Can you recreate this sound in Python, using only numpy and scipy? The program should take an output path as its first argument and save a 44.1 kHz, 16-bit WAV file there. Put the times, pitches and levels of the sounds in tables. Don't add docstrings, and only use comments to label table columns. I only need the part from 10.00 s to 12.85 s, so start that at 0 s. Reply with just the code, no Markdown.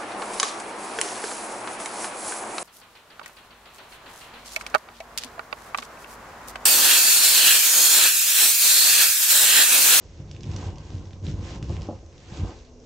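import sys
import numpy as np
from scipy import signal
from scipy.io import wavfile
from scipy.ndimage import uniform_filter1d

SR = 44100
rng = np.random.default_rng(int(sys.argv[2]) if len(sys.argv) > 2 else 0)


def wav_out(sig):
    wavfile.write(sys.argv[1], SR, np.round(np.clip(np.atleast_2d(sig).T, -1, 1) * 32767).astype(np.int16))


def convert_level_to_amplitude(level_db):
    exponent = np.asarray(level_db, float) / 20
    return 10 ** exponent


N = 125685

# [f/Hz, level/dB per Hz]
AIR_SPECTRUM = [(12, -8), (40, -4), (60, 3.5), (170, -21), (340, -20), (540, -15.5), (1450, -79.5),
                (6350, -29.5), (7790, -21), (8850, -86), (19500, -120)]
# [f/Hz, level/dB, t60/s]
DRONE_MODES = [(247.6, -60, 1.5), (436, -61, .15), (667, -70, .4)]
# [t/s, level/dB]
DRONE_SWELL = [(2.3, -8), (2.6, 2)]
# [f/Hz, likeness/1]
LIKENESS = [(60, 0.94), (250, 1), (500, 0.81), (1000, 0.72), (2000, 0.17), (4000, 0.077), (8000, 1)]
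# [t/s, level/dB]
SCRUNCH = [(.42, -60), (.52, -48), (.66, -46.5), (.74, -61), (.9, -52), (1.22, -65.5), (1.25, -48.5),
           (1.3, -49), (1.35, -58), (1.47, -46.5), (1.56, -46.5), (1.61, -62), (1.72, -48.5), (2.05, -65),
           (2.37, -48), (2.54, -53), (2.74, -67), (2.85, -62)]
# [f/Hz, level/dB per Hz]
MESH_SPECTRUM = [(710, -31.5), (1200, -3.5), (2050, -1), (2320, -1.5), (6130, -7.5), (7550, -0.5),
                 (8850, -58.5), (11500, -91), (19500, -120)]
# [t/s, level/dB]
SLIDE = [(0, -57.5), (.42, -54), (.52, -46), (.63, -38), (.74, -48), (1.0, -51), (1.2, -57), (1.27, -54.5),
         (1.36, -50), (1.52, -41.5), (1.67, -50.5), (1.71, -43.5), (1.86, -45), (2.04, -55.5),
         (2.24, -55.5), (2.34, -44), (2.5, -40), (2.62, -58)]
# [f/Hz, level/dB per Hz]
MAT_SPECTRUM = [(120, -13.5), (200, 5), (272, -16), (382, 5), (447, -5.5), (1060, -2), (1420, -22.5),
                (3000, -25.5), (3900, -78.5), (6600, -120)]
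# [f/Hz, level/dB, t60/s]
MAT_MODES = [(299, -12.5, 0.17), (338.3, -8.5, .2), (521.7, -13, 0.04), (748, -16.5, 0.1),
             (1053.3, -20, 0.11), (1241, -24, 0.12), (1562, -23, 0.15), (1959, -31.5, 0.048),
             (2824, -25.5, 0.051)]
# [t/s, peak level/dB, f/Hz]
SNAPS = [(0.043, -46, 6860), (0.104, -49, 5700), (0.175, -43, 6050), (0.313, -27, 6500), (.325, -48, 7200),
         (0.348, -36, 3180), (.364, -31.5, 2900), (0.407, -32.5, 5500), (0.428, -52, 5800),
         (0.433, -26.5, 6100), (0.44, -31, 2900), (0.463, -37.5, 6140), (0.481, -50, 2800),
         (0.502, -38, 5000), (0.515, -30, 5030), (0.535, -32, 4000), (0.54, -36, 5000),
         (0.563, -21.5, 5800), (0.57, -35.5, 6000), (.602, -45, 6300), (0.623, -38, 5500),
         (0.758, -32.5, 6600), (0.783, -28.5, 6300), (0.904, -32.5, 3940), (0.953, -37, 6300),
         (0.982, -37.5, 3730), (1.056, -37, 6700), (1.108, -37, 3500), (1.132, -34, 3470),
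         (1.196, -48, 6500), (1.227, -44, 2900), (1.251, -40, 5040), (1.267, -27.5, 3500),
         (1.277, -35.5, 4670), (1.283, -31.5, 3500), (1.314, -31, 6430), (1.389, -45.5, 2900),
         (1.429, -38, 2900), (1.627, -22.5, 6300), (1.632, -40.5, 6600), (1.642, -34, 6500),
         (1.694, -30, 6600), (1.71, -40.5, 5200), (1.73, -38.5, 3800), (1.767, -29, 2900),
         (1.819, -25.5, 6240), (1.83, -35, 6000), (1.87, -35, 6300), (1.99, -40, 6900),
         (2.062, -38.5, 6260), (2.127, -39, 3300), (2.18, -36, 5800), (2.259, -41, 5370),
         (2.287, -37.5, 6260), (2.319, -35.5, 2880), (2.372, -28.5, 6300), (2.506, -34, 5400),
         (2.588, -40.5, 5370), (2.65, -39.5, 5000), (2.695, -49, 6000), (2.727, -52, 6000),
         (2.801, -42, 5900), (2.842, -43, 6030)]
# [t/s, level/dB]
PRESS = [(.14, -49), (.2, -39), (.4, -41), (.47, -29.5), (.6, -32.5), (.82, -42.5), (.95, -37.5),
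         (1.21, -42), (1.25, -27.5), (1.4, -31), (1.47, -37), (1.67, -33.5), (1.72, -28), (1.96, -41.5),
         (1.99, -51), (2.29, -49.5), (2.42, -29.5), (2.56, -58.5)]
# [t/s, peak level/dB]
THUDS = [(0.19, -21), (0.458, -18.5), (0.521, -44), (0.655, -11), (0.939, -13), (1.236, -49), (1.262, -15),
         (1.349, -21), (1.547, -13), (1.617, -10), (1.694, -9), (1.777, -20), (1.953, -56), (2.312, -13),
         (2.336, -20), (2.391, -13), (2.408, -26), (2.424, -8), (.84, -34.5), (.151, -45)]
# [f/Hz, level/dB, t60/s]
BOARD_MODES = [(60.5, -3.5, 0.21), (77.3, -2.5, 0.18), (91.16, 4, 0.22), (147.4, -3, 0.095),
               (185.2, -8, 0.13), (233.3, -12.5, 0.14), (292.1, -12.5, 0.29), (339.6, -13, 0.057),
               (392, -21.5, 0.033)]
# [t/s, peak level/dB]
KNOCKS = [(1.695, -23.5), (1.887, -16.5), (1.897, -22.5), (1.909, -24), (1.922, -26.5), (1.937, -36),
          (1.957, -41), (2.028, -37.5), (2.436, -34), (2.445, -27), (2.455, -50), (2.49, -31), (2.53, -42)]
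# [f/Hz, level/dB, t60/s]
WOOD_MODES = [(216, 5, 0.048), (345.4, 5.5, 0.083), (522, 9.5, 0.065), (531, 17, 0.023), (648, 9, 0.022),
              (714, 2.5, 0.048), (844, -3.5, 0.13), (1054, -1, 0.016)]

AIR_DB, WHINE_HZ, WHINE_DB, PATCHY_DB = -48, 8000, -74.0, 1.0
GRAINS_PER_S, GRAIN_SPREAD_DB, GRAIN_DB, CLUMP_DB = 580, 3.5, -63.5, 5.0
GRAIN_CYCLES, GRAIN_THIN_HZ, GRAIN_TOP_HZ = 7.0, 3200, 8200
SNAP_T60_S, SNAP_BROAD_DB, SNAP_WIDTH = .005, -3.0, 1.3
SNAP_TAIL_S, SNAP_TAIL_DB = .04, -15.0
SLIPS_PER_S, SLIP_SPREAD_DB, RUMBLE_DB = 250, 0.5, 1.5
EVEN_S, EVEN_SHARE = .08, .7
THUD_DB, THUD_SOFT_HZ, THUD_DAMPED = -13.5, 243, 0.65
KNOCK_DB, KNOCK_DULL_HZ, STRIKE_SPREAD_DB, STAND_CUT_HZ = -16.5, 1100, 2.0, 56.7
ROOM_DB, BOARDS_TO_ROOM_DB, ROOM_T60_S, WALL_DULL_HZ = -12, -13.5, .25, 9000
LEFT_DB = -1.3
MIC_CUT_HZ, MIC_STOP_DB, EDGE_HZ, EDGE_DB = 9470, 32.5, 9050, 40
HAZE_HZ, HAZE_TOP_HZ, HAZE_DB, HAZE_FULL_DB, HAZE_S = 9000, 11800, -28.0, -48, .004
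PREAMP_HISS_DB, HISS_FROM_HZ = -93, 10400


def rms_one(x):
    return x / np.sqrt(np.mean(x ** 2) + 1e-20)


def in_time(rows):
    return np.interp(np.arange(N) / SR, *np.transpose(rows))


def at_hz(points, hz):
    points = np.array(points)
    return np.interp(np.log(hz), np.log(points[:, 0]), points[:, 1])


def filtered(x, order, hz, kind="low"):
    return signal.sosfilt(signal.butter(order, hz, kind, fs=SR, output="sos"), x)


def drift(rate):
    r = np.exp(-80 * np.pi * rate / SR)
    white = rng.standard_normal(N // 40 + 2002)
    slow = signal.lfilter([1], [1, -2 * r, r * r], white)[2000:]
    return np.interp(np.arange(N) / 40, np.arange(len(slow)), rms_one(slow))


def ring(clicks, hz, t60):
    r = np.exp(-np.log(1000) / (t60 * SR))
    w = 2 * np.pi * hz / SR
    return signal.lfilter([0, np.sin(w)], [1, -2 * r * np.cos(w), r * r], clicks + 1e-18)


def random_clicks(rate, spread_db):
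    sizes = convert_level_to_amplitude(spread_db * np.minimum(rng.exponential(1, N), 3)) * rng.choice([-1, 1], N)
    return sizes * (rng.random(N) < rate / SR)


def banded_noise(spectrum, patchy_db):
    out, together = 0, drift(6)
    lowest, highest = spectrum[0][0], spectrum[-1][0]
    edges = lowest * 2 ** np.arange(0, np.log2(highest / lowest) + .2, .4)
    white = rng.standard_normal((2, 2, N))
    for k, (low, high) in enumerate(zip(edges, edges[1:])):
        mid, side = filtered(white[k % 2], 2, [low, high], "band")
        hz = np.sqrt(low * high)
        alike = np.clip(at_hz(LIKENESS, hz), -1, 1)
        gain = convert_level_to_amplitude(at_hz(spectrum, hz) + patchy_db * (together + 1.4 * drift(22.6)))
        out = out + gain * (np.sqrt(1 + alike) * mid + np.sqrt(1 - alike) * side * [[1], [-1]])
    return rms_one(out)


def sing(modes):
    return sum(convert_level_to_amplitude(db) * rms_one(ring(rng.standard_normal(N), hz, t60)) for hz, db, t60 in modes)


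def room_air():
    air = convert_level_to_amplitude(AIR_DB) * banded_noise(AIR_SPECTRUM, PATCHY_DB)
    drone = convert_level_to_amplitude(in_time(DRONE_SWELL)) * sing(DRONE_MODES)
    whine = convert_level_to_amplitude(WHINE_DB) * np.sin(2 * np.pi * WHINE_HZ * np.arange(N) / SR)
    return air + drone + whine


def rustle():
    return convert_level_to_amplitude(in_time(SCRUNCH)) * banded_noise(MESH_SPECTRUM, PATCHY_DB)


def crackle():
    vigour_db = in_time(SCRUNCH)
    clicks = random_clicks(GRAINS_PER_S * convert_level_to_amplitude(CLUMP_DB * drift(13)), GRAIN_SPREAD_DB)
    pitches = np.geomspace(2800, 7400, 12)
    dealt = rng.random((12, N)) < .25
    rings = 0
    for k, hz in enumerate(pitches):
        rings = rings + convert_level_to_amplitude(at_hz(MESH_SPECTRUM, hz)) * hz * ring(clicks * dealt[k], hz, GRAIN_CYCLES / hz)
    rings = filtered(rings, 6, GRAIN_TOP_HZ)
    rings = filtered(rings, 2, GRAIN_THIN_HZ, "high")
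    return convert_level_to_amplitude(GRAIN_DB + vigour_db - vigour_db.mean()) * rms_one(rings)


def slide():
    rub = convert_level_to_amplitude(in_time(SLIDE) - 6.0) * banded_noise(MAT_SPECTRUM, PATCHY_DB)
    return rub + convert_level_to_amplitude(in_time(SLIDE)) * sing(MAT_MODES)


def snaps():
    out, t = np.zeros(N + 2048), np.arange(2048) / SR
    crack_decay = np.exp(-np.log(1000) * t / SNAP_T60_S)
    tail_decay = np.exp(-np.log(1000) * t / SNAP_TAIL_S)
    shape = crack_decay + convert_level_to_amplitude(SNAP_TAIL_DB) * tail_decay
    for (s, db, hz), noise in zip(SNAPS, rng.standard_normal((len(SNAPS), 2048))):
        burst = noise * shape
        broad = convert_level_to_amplitude(SNAP_BROAD_DB) * filtered(burst, 2, 1800, "high")
        crack = broad + filtered(burst, 1, [hz / SNAP_WIDTH, hz * SNAP_WIDTH], "band")
        start = int(s * SR)
        out[start:start + len(t)] += convert_level_to_amplitude(db) * crack / np.abs(crack).max()
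    return out[:N]


def strike(hits, modes, soft_hz):
    s, db = np.transpose(hits)
    chance, out = rng.normal(0, STRIKE_SPREAD_DB, (len(s), len(modes))), 0
    for k, (hz, mode_db, t60) in enumerate(modes):
        clicks = np.zeros(N)
        clicks[(s * SR).astype(int)] = convert_level_to_amplitude(db + mode_db + chance[:, k])
        out = out + (-1) ** k * ring(clicks, hz, t60)
    return filtered(out, 3, soft_hz)


def press():
    slips = [random_clicks(SLIPS_PER_S, SLIP_SPREAD_DB) for _ in range(2)]
    boards = 0
    for k, (hz, db, t60) in enumerate(BOARD_MODES):
        boards = boards + convert_level_to_amplitude(db) * rms_one(ring(slips[k % 2], hz, t60))
    power = uniform_filter1d(boards ** 2, size=int(EVEN_S * SR))
    boards = boards / power ** (EVEN_SHARE / 2)
    return convert_level_to_amplitude(in_time(PRESS) + RUMBLE_DB) * rms_one(boards)


def table():
    damped_modes = np.array(BOARD_MODES) * [1, 1, THUD_DAMPED]
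    low = press() + convert_level_to_amplitude(THUD_DB) * strike(THUDS, damped_modes, THUD_SOFT_HZ)
    knock = convert_level_to_amplitude(KNOCK_DB) * strike(KNOCKS, WOOD_MODES, KNOCK_DULL_HZ)
    return filtered(low, 4, STAND_CUT_HZ, "high") + knock


def room(x):
    out, dull = np.zeros((2, N)), np.exp(-2 * np.pi * WALL_DULL_HZ / SR)
    for k, lag in enumerate((rng.uniform(.004, .03, 16) * SR).astype(int)):
        loop, state = x.copy(), [0.]
        gain = np.exp(-np.log(1000) * lag / SR / ROOM_T60_S)
        for i in range(lag, N, lag):
            back, state = signal.lfilter([gain * (1 - dull)], [1, -dull], loop[i - lag:i], zi=state)
            loop[i:i + lag] += back[:N - i]
        out[k % 2] += (loop - x) * (-1) ** (k // 2)
    return out


def scene():
    background = room_air()
    hiss = rustle()
    strands = crackle() + snaps()
    airborne = strands + hiss + slide()
    boards = table()
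    balance = convert_level_to_amplitude(np.array([[LEFT_DB / 2], [-LEFT_DB / 2]]))
    wet = convert_level_to_amplitude(ROOM_DB) * room(strands + convert_level_to_amplitude(BOARDS_TO_ROOM_DB) * boards)
    return airborne * balance + boards + wet + background


def roll_off(x):
    return signal.sosfilt(signal.butter(12, 9000, fs=SR, output="sos"), x)


def record(dry):
    slope = signal.cheby2(4, MIC_STOP_DB, MIC_CUT_HZ, fs=SR, output="sos")
    edge = signal.cheby2(16, EDGE_DB, EDGE_HZ, fs=SR, output="sos")
    x = signal.sosfilt(edge, signal.sosfilt(slope, dry))
    treble = filtered(dry, 3, [HAZE_HZ, HAZE_TOP_HZ], "band")
    loudness = np.sqrt(uniform_filter1d(treble ** 2, size=int(HAZE_S * SR)) + 1e-16)
    x = x + convert_level_to_amplitude(HAZE_DB) * treble * np.minimum(loudness / convert_level_to_amplitude(HAZE_FULL_DB), 1)
    hiss = rng.standard_normal(N) + 0.5 * rng.standard_normal((2, N))
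    x = x + convert_level_to_amplitude(PREAMP_HISS_DB) * filtered(hiss, 12, HISS_FROM_HZ, "high")
    return roll_off(x)


dry = scene()
out = record(dry)
wav_out(out)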